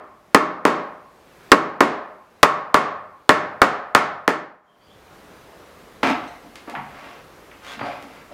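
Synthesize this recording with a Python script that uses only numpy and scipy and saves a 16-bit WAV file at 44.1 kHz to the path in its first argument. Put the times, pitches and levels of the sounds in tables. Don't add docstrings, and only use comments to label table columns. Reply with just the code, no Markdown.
import sys
import numpy as np
from scipy import signal
from scipy.fft import rfft, irfft
from scipy.io import wavfile
from scipy.ndimage import uniform_filter1d

SR = 44100
rng = np.random.default_rng(int(sys.argv[2]) if len(sys.argv) > 2 else 0)


def to_wav(sig):
    pcm = np.clip(np.atleast_2d(sig), -1, 1) * 32767
    pcm = np.round(pcm).astype(np.int16)
    wavfile.write(sys.argv[1], SR, pcm.T)


def volts_from_db(level):
    exponent = np.asarray(level, float) / 20
    return 10 ** exponent


N = 367353
LEAD = round(.4 * SR)
SPAN = N + LEAD

# start_s, energy_db, bench_thud_db, hollow_ring_db, hollow_centre_hz
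MALLET_BLOWS = [(-.29, 39.5, 6, 5.5, 1130), (0.346, 40, 4.5, 6, 1155), (.652, 35.5, 5, 3.5, 1059),
                (1.5175, 39.5, 5.5, 3.5, 1130), (1.806, 37.5, 5, 3.5, 1036), (2.4299, 41, -5.5, 6, 1130),
                (2.743, 40, -2, 7, 1130), (3.2921, 37.5, -1.5, 3, 1686), (3.617, 40, -2, 4, 1330),
                (3.949, 40, -6.5, 2.5, 1330), (4.278, 36.5, 1, 2.5, 1756)]
# pitch_hz, level_db, t60_s
BLOCK_MODES = [(72, -19, 0.95), (83.4, -21, 0.72), (102, -27, 0.83), (153, -17, 0.41), (185.3, -25.5, 0.8),
               (277, 7.5, 0.0057), (307, -3.5, .04), (409.7, -4.5, 0.059), (483, -6.5, 0.014),
               (525, -13, 0.075), (609.8, -4.5, 0.11), (714, -6.5, 0.071), (805, -2, 0.028),
               (1000, 7, 0.013), (1073, -4, 0.078), (1130, -5, 0.013), (1230, -5, 0.032),
               (1330, -1.5, 0.019), (1500, -9, 0.02), (1746, 3, 0.028), (2116, -5.5, 0.055),
               (2340, -15.5, .04), (4220, -23, 0.047)]
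# frequency_hz, relative_level_db
BLOCK_DENSE_MODES = [(60, 10.5), (250, 38.5), (850, 40.5), (1200, 45), (2000, 37.5), (2600, 23), (4000, -1),
                     (7000, 21), (11000, 1), (16000, -13.5), (22050, -29)]
# start_s, level_db, centre_hz, spread_octaves,
# crack_against_ring_db
RAIL_KNOCKS = [(6.03, -11, 893, 2.6, -9.5), (6.05, -19, 345, 1.9, -7), (6.1, -18.5, 485, 2, -12),
               (6.239, -37, 3000, 1.7, 4), (6.445, -40, 280, 1.34, -15), (6.556, -34, 4450, 1.57, -30),
               (6.674, -31, 520, 1.65, -14), (6.697, -33.5, 5000, 2.3, -20), (6.733, -29, 800, 0.2, -10),
               (6.751, -24.5, 1560, 0.92, 5), (6.76, -34, 147, 0.5, -21), (6.78, -31, 940, 0.27, -23),
               (7.512, -41.5, 2340, 0.49, -6), (7.735, -36.5, 5920, 1.6, 2), (7.761, -38.5, 186, 0.45, -7),
               (7.792, -29, 1500, 1.8, -1), (7.8, -38, 110, 0.65, -4), (7.81, -23, 860, 1.3, -16),
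               (7.84, -30, 620, 0.3, -20), (7.875, -27.5, 640, 0.48, -24), (8.025, -37.5, 6000, 2.2, -16),
               (8.031, -40, 280, 0.77, -12), (8.308, -37, 620, 0.24, -20)]
# pitch_hz, level_db, t60_s
RAIL_MODES = [(153, -11.5, 0.18), (268, 6, 0.039), (557, -4, 0.03), (620, -18.5, 0.027), (705, -9, 0.1),
              (800, -22.5, 0.11), (1122, -7.5, 0.022), (1240, -14.5, 0.032), (1560, -10.5, 0.019),
              (2057, -11.5, 0.049), (2365, -17.5, 0.049), (3000, -38, 0.071), (4590, -32, 0.13)]
# frequency_hz, relative_level_db
RAIL_DENSE_MODES = [(60, 66), (250, 41), (1000, 47), (2500, 40.5), (5000, 29), (10000, 5), (16000, 22),
                    (22050, 8.5)]
# fastest_s, speeding_up_s, slowing_down_s, level_db, centre_hz
SLIDE_STROKES = [(6.075, .045, 0.063, -22, 1800), (6.7, .03, 0.031, -37.5, 800),
                 (7.04, .25, 0.22, -44.5, 1900), (7.71, 0.12, 0.062, -39, 3890),
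                 (7.86, .07, 0.18, -37.5, 1303), (8.14, .09, 0.12, -49.5, 2500),
                 (8.325, .025, .03, -42.5, 700)]
# start_s, length_s, level_db, pitch_hz, step_per_harmonic_db
STEADY_SQUEAKS = [(6.273, .025, -45, 1990, -4), (6.305, .025, -54, 1960, -4), (6.345, .03, -46, 2040, -14),
                  (7.665, .06, -42, 3400, -14), (7.795, .09, -49, 4650, -20)]
# start_s, length_s, level_db, first_hz, last_hz
FAINT_CHIRPS = [(4.655, .08, -50, 3230, 3150), (4.79, .075, -53, 3100, 3500),
                (4.865, .075, -50, 3000, 3600), (4.795, .11, -57, 4540, 4780)]
# delay_ms, level_db
EARLY_REFLECTIONS = [(2.1, -17.5), (5.3, -15.5), (8.6, -12.5), (12.4, -9.5), (18.5, -12), (27, -9.5)]
# frequency_hz, t60_s
SHOP_DECAY = [(100, 0.73), (260, 0.37), (700, 0.65), (1200, 0.58), (1840, 0.53), (4850, 0.41),
              (12800, 0.15)]
# frequency_hz, relative_level_db (per Hz)
AIR_SPECTRUM = [(15, -34.5), (25, 0), (43, -1), (76, -8), (123, -5.5), (210, -4.5), (261, -5), (448, -2.5),
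                (927, -9), (1090, -7.5), (2380, -16), (8460, -29), (15700, -28.5)]


def mallet():
    tilt_db_per_octave, hollow_octaves = -2, .2
    out = np.zeros(SPAN)
    for s, energy_db, thud_db, hollow_db, hollow_hz in MALLET_BLOWS:
        def colour_db(hz):
            tilt = tilt_db_per_octave * np.log2(hz / 1000)
            thud = thud_db * np.exp(-(np.log2(hz / 300) / 0.7) ** 2)
            hollow = hollow_db * np.exp(-(np.log2(hz / hollow_hz) / hollow_octaves) ** 2)
            return tilt + thud + hollow
        body = ring(BLOCK_MODES, BLOCK_DENSE_MODES, 0, colour_db, scatter_db=1.8, detune=.008)
        add(out, s, volts_from_db(energy_db) * signal.fftconvolve(strike(), unit(body)))
    return out


def strike():
    slap_band = signal.butter(4, 2900, "high", fs=SR, output="sos")
    press_band = signal.butter(4, 2900, fs=SR, output="sos")
    slap = signal.sosfilt(slap_band, contact(1.4))
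    press = signal.sosfilt(press_band, contact(3.4))
    force = rfft(press + np.sign(slap @ press) * slap, 4096)
    return irfft(force / np.maximum(abs(force), .3))[:2048]


def contact(ms):
    t = np.arange(4096) * 1000 / SR / max(ms, .3)
    shape = (1 - np.exp(-t / .15)) * np.exp(-t)
    force = rng.standard_normal(4096)
    for _ in range(12):
        force *= shape / np.sqrt(uniform_filter1d(force ** 2, size=40) + 1e-12)
        force = irfft(np.exp(1j * np.angle(rfft(force))))
    return force[:2048]


def ring(modes, crack, crack_db, colour_db, scatter_db, detune):
    hz, db, t60 = np.transpose(modes)[:, :, None]
    level_draw, pitch_draw = rng.standard_normal((2, len(modes), 1))
    t = np.arange(32768) / SR
    level = volts_from_db(db + scatter_db * level_draw - 60 * t / t60)
    partials = level * np.cos(2 * np.pi * hz * (1 + detune * pitch_draw) * t)
    ringing = abs(rfft(partials.sum(0)))
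    f = np.fft.rfftfreq(32768, 1 / SR)
    small = (f / 170) ** 4 / (1 + (f / 170) ** 4)
    gain = np.hypot(ringing, volts_from_db(read(crack, f) + crack_db)) * small * volts_from_db(colour_db(f + 1))
    log_gain = np.log(np.r_[gain, gain[-2:0:-1]] + 1e-5)
    phase = -signal.hilbert(log_gain).imag
    return np.fft.ifft(np.exp(log_gain + 1j * phase)).real


def knocks():
    contact_ms_at_1k, contact_power, longest_ms = 7.0, 0.66, 11.0
    out = np.zeros(SPAN)
    for s, db, centre_hz, octaves, crack_db in RAIL_KNOCKS:
        ms = min(contact_ms_at_1k * (1000 / centre_hz) ** contact_power, longest_ms)

        def colour_db(hz):
            return -6 * (np.log2(hz / centre_hz) / octaves) ** 2
        body = ring(RAIL_MODES, RAIL_DENSE_MODES, crack_db, colour_db, scatter_db=0.71, detune=0.013)
        knock = signal.fftconvolve(unit(contact(ms)), unit(body))
        add(out, s, volts_from_db(db) * knock * np.sqrt(ms * SR / 1000))
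    return out


def slides():
    octaves, grains_per_s, grain_spread_db = 2.2, 3700, 4.5
    speed_power = 1.4
    loose_modes = np.multiply(RAIL_MODES, [1, 1, 1.8])
    out = np.zeros(SPAN)
    for s, rise_s, fall_s, db, centre_hz in SLIDE_STROKES:
        t = np.arange(-rise_s, fall_s, 1 / SR)
        speed = np.cos(np.pi / 2 * np.where(t < 0, t / rise_s, t / fall_s)).clip(0)
        chance, size, sign = rng.random(SR), rng.exponential(1, SR), rng.standard_normal(SR)
        grains = (chance < grains_per_s / SR) * volts_from_db(grain_spread_db * np.minimum(size, 3)) * sign

        def colour_db(hz):
            return -6 * (np.log2(hz / centre_hz) / octaves) ** 2
        body = ring(loose_modes, RAIL_DENSE_MODES, -13, colour_db, scatter_db=2.5, detune=0)
        rub = signal.fftconvolve(grains, body)[4000:SR]
        rub /= np.sqrt(uniform_filter1d(rub ** 2, size=4000) + 1e-12)
        add(out, s - rise_s, volts_from_db(db) * speed ** speed_power * rub[:len(t)])
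    return out


def squeaks():
    out = np.zeros(SPAN)
    for s, length_s, db, hz, step_db in STEADY_SQUEAKS:
        add(out, s, thin_tone(length_s, db, hz, hz, step_db, count=4))
    for s, length_s, db, first_hz, last_hz in FAINT_CHIRPS:
        add(out, s, thin_tone(length_s, db, first_hz, last_hz, 0, count=1))
    return out


def thin_tone(length_s, db, first_hz, last_hz, step_db, count):
    along = np.arange(0, length_s, 1 / SR) / length_s
    noise = rng.standard_normal((2, SR // 4))
    shake, flutter = (evened(uniform_filter1d(v, size=120))[:len(along)] for v in noise)
    pitch_hz = (first_hz + (last_hz - first_hz) * along) * (1 + .034 * shake)
    turns = np.cumsum(pitch_hz) / SR
    tone = sum(volts_from_db(k * step_db) * np.sin(2 * np.pi * (k + 1) * turns) for k in range(count))
    swell_db = np.interp(along, [0, .35, 1], [-9, 0, -9])
    return volts_from_db(db + swell_db + 3.5 * flutter) * tone * signal.windows.tukey(len(along), .3)


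def echoes(x):
    dull = signal.sosfilt(signal.butter(1, 3500, fs=SR, output="sos"), x)
    out = np.zeros(SPAN)
    for k, (ms, db) in enumerate(EARLY_REFLECTIONS):
        out += (-1) ** k * volts_from_db(db) * np.roll(dull, round(ms * SR / 1000))
    return out


def shop(x):
    taps = np.zeros((3, SR))
    at = np.arange(200, SR - 20, 20) + rng.integers(0, 20, (3, (SR - 201) // 20))
    np.put_along_axis(taps, at, rng.choice([-1., 1.], at.shape), 1)
    hz, t, z = signal.stft(taps, SR, nperseg=256)
    decay = volts_from_db(-60 * t / read(SHOP_DECAY, hz)[:, None])
    tails = signal.istft(z * decay, SR, nperseg=256)[1]
    tails /= np.linalg.norm(tails[0])
    turn = np.arange(SPAN) / SR / .95 + np.arange(3)[:, None] / 3
    shares = np.sqrt(2 / 3) * np.cos(np.pi * turn)
    return signal.fftconvolve(x * shares, tails, axes=1)[:, :SPAN].sum(0)


def air():
    frames, hz = SPAN // 256 + 5, np.fft.rfftfreq(1024, 1 / SR)
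    real, imaginary, patches = rng.standard_normal((frames, 513, 3)).T
    patches = uniform_filter1d(patches, 10, axis=0)
    patches = evened(uniform_filter1d(patches, 14, axis=1))
    level_db = read(AIR_SPECTRUM, hz)[:, None] + 0.98 * patches
    z = (real + 1j * imaginary) * volts_from_db(level_db)
    noise = signal.istft(z, nperseg=1024, noverlap=768)[1][:SPAN]
    return volts_from_db(-45.5) * evened(noise)


def evened(x):
    return x / np.sqrt(np.mean(x ** 2) + 1e-20)


def unit(x):
    return x / np.linalg.norm(x)


def read(points, hz):
    f, value = np.transpose(points)
    return np.interp(np.log(hz + 1), np.log(f + 1), value)


def add(mix, s, sound):
    part = mix[LEAD + round(s * SR):][:len(sound)]
    part += sound[:len(part)]


def scene():
    blows = mallet()
    parts = knocks() + slides()
    thin = squeaks()
    direct = blows + parts + thin
    early = echoes(blows + parts)
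    late = shop(volts_from_db(-4.0) * blows + volts_from_db(-2.0) * parts + volts_from_db(-1.5) * thin)
    return (direct + early + late + air())[None, LEAD:]


def top_cut(x):
    return signal.sosfilt(signal.butter(12, 15880, fs=SR, output="sos"), x)


def record(dry):
    camera_db = -1.16
    dip_s, dip_depth_db, fade_out_s, fade_in_s = 4.618, -14.5, 0.62, 0.39
    dry = signal.sosfilt(signal.butter(2, 45, "high", fs=SR, output="sos"), dry)
    power = signal.lfilter([.004], [1, .004 - 1], dry[0] ** 2)
    level_db = 10 * np.log10(power + 1e-12)
    over_db = 0.81 * np.maximum(level_db + 12, 0)
    over_db[0] = 14
    climb = np.arange(N) * 20.5 / SR
    duck_db = np.maximum.accumulate(over_db + climb) - climb
    lag = np.exp(-1 / (0.013 * SR))
    duck_db = signal.lfilter([1 - lag], [1, -lag], duck_db - duck_db[0]) + duck_db[0]
    away = np.arange(N) / SR - dip_s
    distance = np.where(away < 0, -away / fade_out_s, away / fade_in_s)
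    dip_db = dip_depth_db * np.maximum(1 - distance, 0) ** 2
    clipped = np.clip(dry * volts_from_db(camera_db + dip_db - duck_db), -1, 1)
    finished = signal.sosfilt(signal.butter(2, 14500, fs=SR, output="sos"), clipped)
    return top_cut(finished)


dry = scene()
out = record(dry)
to_wav(out)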